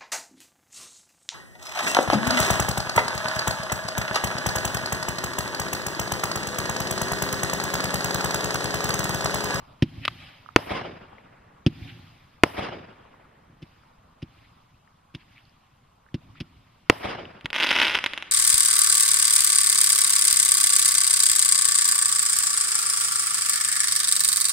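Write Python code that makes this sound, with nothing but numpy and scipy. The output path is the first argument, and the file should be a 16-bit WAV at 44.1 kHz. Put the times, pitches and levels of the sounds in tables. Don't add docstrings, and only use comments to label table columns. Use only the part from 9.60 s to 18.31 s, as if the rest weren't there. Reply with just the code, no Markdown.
import sys
import numpy as np
from scipy import signal
from scipy.io import wavfile
from scipy.ndimage import uniform_filter1d

SR = 44100
rng = np.random.default_rng(int(sys.argv[2]) if len(sys.argv) > 2 else 0)


def transcribe(signal):
    frames = np.atleast_2d(signal).T
    limited = np.clip(frames, -1, 1)
    pcm = np.round(limited * 32767).astype(np.int16)
    wavfile.write(sys.argv[1], SR, pcm)


def ratio(d):
    e = np.asarray(d, float) / 20
    return 10 ** e


N = 384111

# frequency in Hz, level in dB.
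NIGHT_TONE = [(20, -19), (45, 4), (90, 1.5), (200, -4.5), (450, -19.5), (1100, -9), (1700, -19.5),
              (3000, -19.5), (5500, -30.5), (7500, -34.5), (14000, -37.5), (14300, -68.5)]
# time in seconds, level
# in dB.
FAR_ROAD = [(0, -58), (0.249, -66.5), (2.6, -70.5), (4.0, -72.5), (4.5, -67), (4.8, -70), (5.4, -73.5),
            (6.1, -75.5), (6.6, -70), (7.2, -74.5), (8.71, -80)]
# lit at in seconds, climb in seconds, loudest
# hiss in dB, fade in dB per second.
COMETS = [
    (-.2, 0.098, -64.5, 11.5),
    (.23, 0.27, -53.5, 29.5),
    (2.071, 0.16, -54, 26.5),
    (4.02, 0.033, -66.5, 24),
    (4.62, 0.15, -65, 25.5),
    (5.55, 0.18, -64.5, 28.5),
    (6.539, 0.091, -68, 4.5),
    (6.8, 0.26, -79, 23.5),
]
COMET_SWELL_DB, COMET_ROAR_DB = 8.5, -10.5
# middle in seconds, level in dB, length in seconds.
SPUTTERS = [
    (0.447, -35.5, 0.039),
    (0.45, -60, .008),
    (2.25, -60, 0.016),
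    (2.291, -39.5, 0.029),
    (4.847, -58, .03),
    (5.61, -51.5, 0.037),
    (5.785, -53, 0.033),
    (6.775, -48, 0.032),
]
# start in seconds, level in dB, ring in Hz, left over right in dB.
DEBRIS = [(0.48, -18.5, 1195, 3.5), (0.861, -45.5, 1240, -16), (0.889, -46.5, 1256, -29),
          (1.53, -52.5, 830, 20), (1.583, -43.5, 2076, 6.5), (3.452, -56, 1045, 4),
          (3.541, -49.5, 1045, -4), (3.597, -60, 930, 8), (3.653, -53, 1220, 9), (4.235, -57.5, 1330, 13.5),
          (5.276, -56, 1785, 10), (5.634, -60, 1210, 3.5), (5.762, -49, 2280, 3), (5.772, -46, 2246, -1),
          (5.78, -44, 2280, 0.5), (5.853, -51, 4400, -9), (5.895, -51, 4800, 4), (6.464, -54, 1520, -10),
          (6.488, -54, 1776, -8.5), (6.755, -49.5, 1327, -1.0), (7.654, -32.5, 2840, 2)]
# time in seconds, level in dB, pitch in Hz.
SQUEAK = [
    (1.106, -37, 1070),
    (1.125, -43, 1050),
    (1.165, -31, 1048),
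    (1.19, -50, 1010),
]

# delay in seconds, level over the scatter in dB, spread in seconds.
WALLS = [(.115, -1.5, .011), (.15, -1, .025), (.215, 0, .04), (0.253, -4, .011), (.305, -4, .03),
         (0.357, -6, .011), (.408, -6, .011), (0.468, -3, .03), (0.572, -7, .015), (.625, -6, .012),
         (.71, -7, .02), (.77, -7, .02)]
# frequency in Hz, level in dB.
LAND_TONE = [(40, 13.5), (150, 0), (1000, -3.5), (3000, -4.5), (6000, -2), (10000, 7), (15000, 5)]
# frequency in Hz, fading in dB per second.
LAND_LOSS = [(300, 1.5), (2000, -4), (5000, 13.5), (8000, 41.5), (15000, 85)]
# frequency in Hz, level in dB.
NEAR_TONE = [(100, -26), (300, -14.5), (700, 6.5), (2000, -3.5), (5000, -2.5), (10000, 1)]
# frequency in Hz, left-right difference above the middle in dB.
WIDTH = [(40, -20), (110, -22), (200, -12), (380, -6), (700, 1.5), (1290, -1.5), (2600, -11.5),
         (4400, -1.5), (7000, 5), (15000, -3.5)]
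GROUND_DB, GROUND_FADE_DB_PER_S, GROUND_BASS_DB = -42, 71.5, 4.5
SLOPES_S, SLOPES_RISE_S, SLOPES_DB, SLOPES_FADE_DB_PER_S, SLOPES_BASS_DB = 0.13, 0.023, -43, 46.5, 3
SLOPES_END_S, SLOPES_END_DB = .42, -7
HILLS_DB, HILLS_FADE_DB_PER_S, HILLS_BASS_DB = -54, 14.5, 9

# time in seconds, level in dB.
LONE_STARS = [(0.452, -12), (0.4536, -10.5), (0.4798, -8.5), (0.481, -23), (7.8106, -33.5), (7.858, -12),
              (7.9036, -19), (7.9302, -13), (7.9378, -26), (8.3885, -11.5), (8.4412, -7.5), (8.4449, -25),
              (8.4622, -6), (8.473, -25), (8.5353, -14), (8.5771, -14), (8.6249, -17.5)]
# time in seconds, level in dB.
BIG_STARS = [(7.9622, -10), (8.0018, -9), (8.0077, -10), (8.0267, -7), (8.0333, -6), (8.0393, -6),
             (8.0449, -8), (8.0691, -8), (8.0911, -7), (8.1077, -6), (8.1129, -4), (8.1284, -9),
             (8.1549, -9), (8.1625, -7), (8.1876, -8), (8.2002, -4), (8.2172, -3), (8.2271, -6),
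             (8.2317, -7), (8.2479, -7), (8.2531, -8), (8.2688, -8), (8.2813, -8), (8.3479, -9),
             (8.353, -7)]
CROWD_FROM_S, CROWD_TO_S, CROWD_STARS = 7.942, 8.378, 96
CROWD_DB, CROWD_ARCH_DB, CROWD_SPREAD_DB = -14.5, 4, 8

# start in seconds, thump in dB, muzzle crack in dB.
LAUNCHES = [(0.2227, -3, -20.5), (2.0632, -2.5, -20.5), (3.897, -43, -77), (3.928, -46, -74),
            (4.02, -38.5, -48), (4.026, -29.5, -44.5), (4.6201, -46, -45), (4.6259, -22.5, -42.5),
            (5.5414, -38, -52), (5.5479, -27, -34), (6.5424, -14.5, -32.5), (6.8021, -32.5, -34),
            (6.8069, -20.5, -33.5), (7.8443, -27.5, -43)]
# pitch in Hz, level in dB, time to fade by 60 dB in seconds, sign.
TUBE_RINGS = [
    (236, -2.5, .032, 1),
    (106, -5, .028, -1),
]
# delay in seconds, gain.
TUBE_ECHOES = [
    (.0046, -.79),
    (.0112, -.25),
    (.0123, .23),
]
# start in seconds, level in dB, push in ms, ground echo delay in ms,
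# second front in dB.
BURSTS = [
    (.9614, 12, 0.37, 2.6, -13),
    (2.8355, 11, 0.38, 2.7, -7),
    (7.2984, 11.5, 0.32, 2.45, -7),
]
SECOND_FRONT_S, GROUND_ECHO_DB = .00043, -12

# frequency in Hz, gain in dB.
MIC_TONE = [(15, -18), (40, -3.5), (70, 1), (1300, 4.5), (2250, 7), (3000, 9), (3900, 5), (4400, -0.5),
            (4900, 6), (7500, -16), (9500, -6.5), (13000, -15), (15400, -28), (16100, -41.5)]


def evened(x):
    return x / np.sqrt(np.mean(x ** 2) + 1e-20)


def read(points, hz):
    f, value = np.transpose(points)
    return np.interp(np.log(hz + 1), np.log(f + 1), value)


def add(mix, s, sound):
    part = mix[..., round(s * SR):][..., :sound.shape[-1]]
    part += sound[..., :part.shape[-1]]


def band_db(hz, centre_hz, octaves):
    return -6 * (np.log2((hz + 1) / centre_hz) / octaves) ** 2


def cloud(field_db, size, patchy_db, flicker_db):
    frames, hz = size // 128 + 5, np.fft.rfftfreq(512, 1 / SR)[:, None]
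    a, b, c, d, patches = rng.standard_normal((frames, 257, 5)).T
    patches = uniform_filter1d(patches, size=6, axis=0)
    patches = evened(uniform_filter1d(patches, size=8, axis=1))
    flicker = evened(uniform_filter1d(rng.standard_normal(frames), size=3))
    mid = a + 1j * b
    side = (c + 1j * d) * ratio(read(WIDTH, hz))
    t = np.arange(frames) * 128 / SR
    level = ratio(field_db(hz, t) + patchy_db * patches + flicker_db * flicker)
    left_right = np.array([mid + side, mid - side]) * level
    return signal.istft(left_right, nperseg=512, noverlap=384)[1][:, :size]


def blast(ms):
    u = np.arange(1500) / SR / (ms / 1000)
    return np.convolve((1 - u) * np.exp(-u), [.3, .4, .3])


def snap(ms):
    u = np.arange(60) / SR / (ms / 1000)
    return (1 - 2 * u) * np.clip((1 - u) * ms * SR / 1000 + .5, 0, 1)


def comets_db(t):
    power = 1e-10
    for lit, climb, db, fade in COMETS:
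        climb_left = np.clip(1 - (t - lit) / climb, 0, 1)
        burning_out = np.maximum(t - lit - climb, 0)
        swell_db = -COMET_SWELL_DB * climb_left - fade * burning_out
        power = power + (t > lit) * ratio(db + swell_db) ** 2
    return 10 * np.log10(power)


def night():
    at, road = np.transpose(FAR_ROAD)

    def field_db(hz, t):
        hiss_db, road_db = comets_db(t), np.interp(t, at, road)
        layers = [band_db(hz, 2400, 0.73) + hiss_db - 11.5,
                  band_db(hz, 4950, 0.03) + hiss_db - 18,
                  band_db(hz, 12000, 0.55) + hiss_db - 35.5 - 60 * (hz > 14200),
                  band_db(hz, 770, 0.17) + hiss_db + COMET_ROAR_DB,
                  band_db(hz, 1080, .42) + road_db - 5.5,
                  band_db(hz, 550, .5) + road_db - 8.5,
                  band_db(hz, 98, 1.0) + road_db + 5.0,
                  read(NIGHT_TONE, hz) - 67]
        for middle, db, length in SPUTTERS:
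            swish_db = db - 17.5 - 6 * ((t - middle) / (length / 2)) ** 2
            layers.append(band_db(hz, 2320, 0.52) + swish_db)
        for start, *_ in BURSTS:
            fizz_db = -79 - 6 * ((t - start - .075) / 0.085) ** 2 - 90 * (t < start + .01)
            layers.append(band_db(hz, 11500, .5) + fizz_db - 60 * (hz > 15000))
        return 10 * np.log10(sum(ratio(db) ** 2 for db in layers))

    return cloud(field_db, N, patchy_db=2.0, flicker_db=-0.14)


def ticks():
    t, out = np.arange(900) / SR, np.zeros((2, N))
    for s, db, hz, pan in DEBRIS:
        ring = np.sin(2 * np.pi * hz * t) * np.minimum(t / 0.00084, 1) * ratio(-60 * t * hz / 16)
        sides_db = np.array([[pan / 2], [-pan / 2]])
        add(out, s, ratio(db + 10.5 + sides_db) * ring)
    s, db, hz = np.transpose(SQUEAK)
    t = np.arange(s[0], s[-1], 1 / SR)
    wobble = evened(uniform_filter1d(rng.standard_normal(len(t)), size=200))
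    pitch = np.interp(t, s, hz) * (1 + 0.0255 * wobble)
    turn = 2 * np.pi * np.cumsum(pitch) / SR
    add(out, s[0], ratio(np.interp(t, s, db)) * (np.sin(turn) + 0.46 * np.sin(2 * turn)))
    return out


def land(x):
    def field_db(hz, t):
        low = 1 / (1 + (hz / 260) ** 3)
        walls = sum(ratio(g - 9 * ((t - d) / spread) ** 2) ** 2 for d, g, spread in WALLS)
        wall_gain = (6 + 6 / (1 + (hz / 900) ** 2)) * hz / (hz + 110)
        arrived = np.clip((t - SLOPES_S) / SLOPES_RISE_S, 0, 1) ** .5
        ground = ratio(GROUND_DB + GROUND_BASS_DB * low - GROUND_FADE_DB_PER_S * t)
        slopes_db = SLOPES_DB + SLOPES_END_DB * (t > SLOPES_END_S) + SLOPES_BASS_DB * low
        slopes_fade_db = SLOPES_FADE_DB_PER_S * (t - SLOPES_S - SLOPES_RISE_S)
        slopes = arrived * ratio(slopes_db - slopes_fade_db)
        hills = arrived * ratio(HILLS_DB + HILLS_BASS_DB * low - HILLS_FADE_DB_PER_S * t)
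        scatter = (ground ** 2 + slopes ** 2 + hills ** 2) * (1 + wall_gain * walls)
        return 10 * np.log10(scatter) + read(LAND_TONE, hz) - t * read(LAND_LOSS, hz)

    echoes = ratio(-38) * cloud(field_db, SR * 2, patchy_db=2.0, flicker_db=0.8)
    echoes[:, :700] *= np.linspace(0, 1, 700)
    near = cloud(lambda hz, t: read(NEAR_TONE, hz) + 0 * t, 1500, patchy_db=-5.0, flicker_db=2.5)
    near_fade = ratio(-55.5 - 60 * np.arange(1500) / SR / 0.024)
    add(echoes, .0015, near * near_fade)
    return signal.fftconvolve(x[None], echoes, axes=1)[:, :N]


def yard(x):
    def field_db(hz, t):
        return band_db(hz, 170, 1.2) - 80.5 - 55 * t - 40 * (t < .02)

    puffs = cloud(field_db, SR // 2, patchy_db=1.5, flicker_db=4)
    return signal.fftconvolve(x[None], puffs, axes=1)[:, :N]


def stars():
    place, luck = rng.random((CROWD_STARS, 2)).T
    share = (np.arange(CROWD_STARS) + place) / CROWD_STARS
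    crowd_s = CROWD_FROM_S + share * (CROWD_TO_S - CROWD_FROM_S)
    crowd_db = CROWD_DB + CROWD_ARCH_DB * np.sin(np.pi * share) - CROWD_SPREAD_DB * luck
    events = LONE_STARS + BIG_STARS + list(zip(crowd_s, crowd_db))
    out = np.zeros(N)
    chance = rng.random((len(events), 5))
    grass = rng.standard_normal((len(events), 160))
    for (s, db), (size, height, late, small, other), rough in zip(events, chance, grass):
        pop = snap(0.2 + 0.15 * size)
        add(out, s - .0002, ratio(db - 2.5) * pop)
        add(out, s - .0002, ratio(db - 19) * blast(.55))
        ground_push = np.convolve(blast(.5), np.ones(12) / 12)
        add(out, s + .0028, ratio(db - 20) * ground_push)
        smeared = np.convolve(pop, rough * np.hanning(160))
        add(out, s + .0012 + .0009 * height, ratio(db - 25.5) * smeared)
        if CROWD_FROM_S < s < CROWD_TO_S:
            add(out, s + .002 + .006 * late, ratio(db - 8 - 7 * small) * snap(.22 + .15 * other))
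    return out


def launches():
    t, out = np.arange(3000) / SR, np.zeros(N)
    ring = np.zeros(3000)
    for hz, db, t60, sign in TUBE_RINGS:
        ring += sign * ratio(db - 60 * t / t60) * np.sin(2 * np.pi * hz * t)
    ring = uniform_filter1d(np.pad(ring, (15, 0)), size=30)
    thump = ring.copy()
    for delay, gain in TUBE_ECHOES:
        add(thump, delay, gain * ring)
    hiss = rng.standard_normal((len(LAUNCHES), 3000))
    gas = signal.lfilter(*signal.butter(1, [1900, 4600], "band", fs=SR), hiss)
    rip = np.minimum(t / 0.00077, 1) * (ratio(-60 * t / 0.0023) + ratio(1.5 - 60 * t / 0.04))
    knock = ratio(-14 - 60 * t / 0.045) * np.minimum(t / 0.0036, 1) * np.sin(2 * np.pi * 322 * t)
    slow_push = np.convolve(blast(4.5), np.hanning(200) / 100)
    for (s, db, crack_db), puff in zip(LAUNCHES, gas):
        add(out, s + .00065, ratio(db) * thump)
        add(out, s + .0095, ratio(db) * knock)
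        add(out, s, ratio(crack_db) * rip * puff)
        if db < -18:
            add(out, s + .0055, ratio(db - 9) * slow_push)
    return out


def bursts():
    out, fronts = np.zeros(N), np.zeros(N)
    for s, db, ms, echo_ms, second_db in BURSTS:
        front = blast(ms)
        shock = 0.88 * front
        add(shock, SECOND_FRONT_S, ratio(second_db) * front)
        add(fronts, s, ratio(db) * front)
        add(out, s, ratio(db) * shock)
        echo = uniform_filter1d(np.pad(front, (5, 0)), size=9)
        echo_s, echo_db = s + echo_ms / 1000, db + GROUND_ECHO_DB
        add(out, echo_s, ratio(echo_db) * echo)
        add(out, echo_s + SECOND_FRONT_S, ratio(echo_db + second_db + 8) * echo)
        add(out, s + 0.0052, ratio(db - 19) * np.convolve(blast(0.82), np.hanning(90) / 45))
        add(out, s + .0077, ratio(db - 22.5) * np.convolve(blast(0.96), np.hanning(70) / 35))
    return out, fronts


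def microphone(x):
    gain = np.log(ratio(read(MIC_TONE, abs(np.fft.fftfreq(8192, 1 / SR)))))
    response = np.exp(gain - 1j * signal.hilbert(gain).imag)
    taps = np.fft.ifft(response).real[:4096]
    heard = signal.oaconvolve(x, taps[None], axes=1)[:, :N]
    port_band = signal.butter(2, [4800, 8000], "band", fs=SR)
    ports = signal.lfilter(*port_band, np.gradient(heard.mean(0)))
    return heard + 0.59 * np.array([ports, -ports])


def scene():
    lifts, crackle = launches(), stars()
    shells, fronts = bursts()
    echoes = land(ratio(-11) * lifts + fronts + crackle) + yard(lifts)
    return microphone(lifts + shells + crackle + echoes) + ticks() + night()


def band_limit(x):
    return signal.sosfilt(signal.butter(12, 16430, fs=SR, output="sos"), x)


def record(dry):
    clipped = np.clip(dry, -1, 1)
    return band_limit(clipped)


dry = scene()
out = record(dry)
transcribe(out)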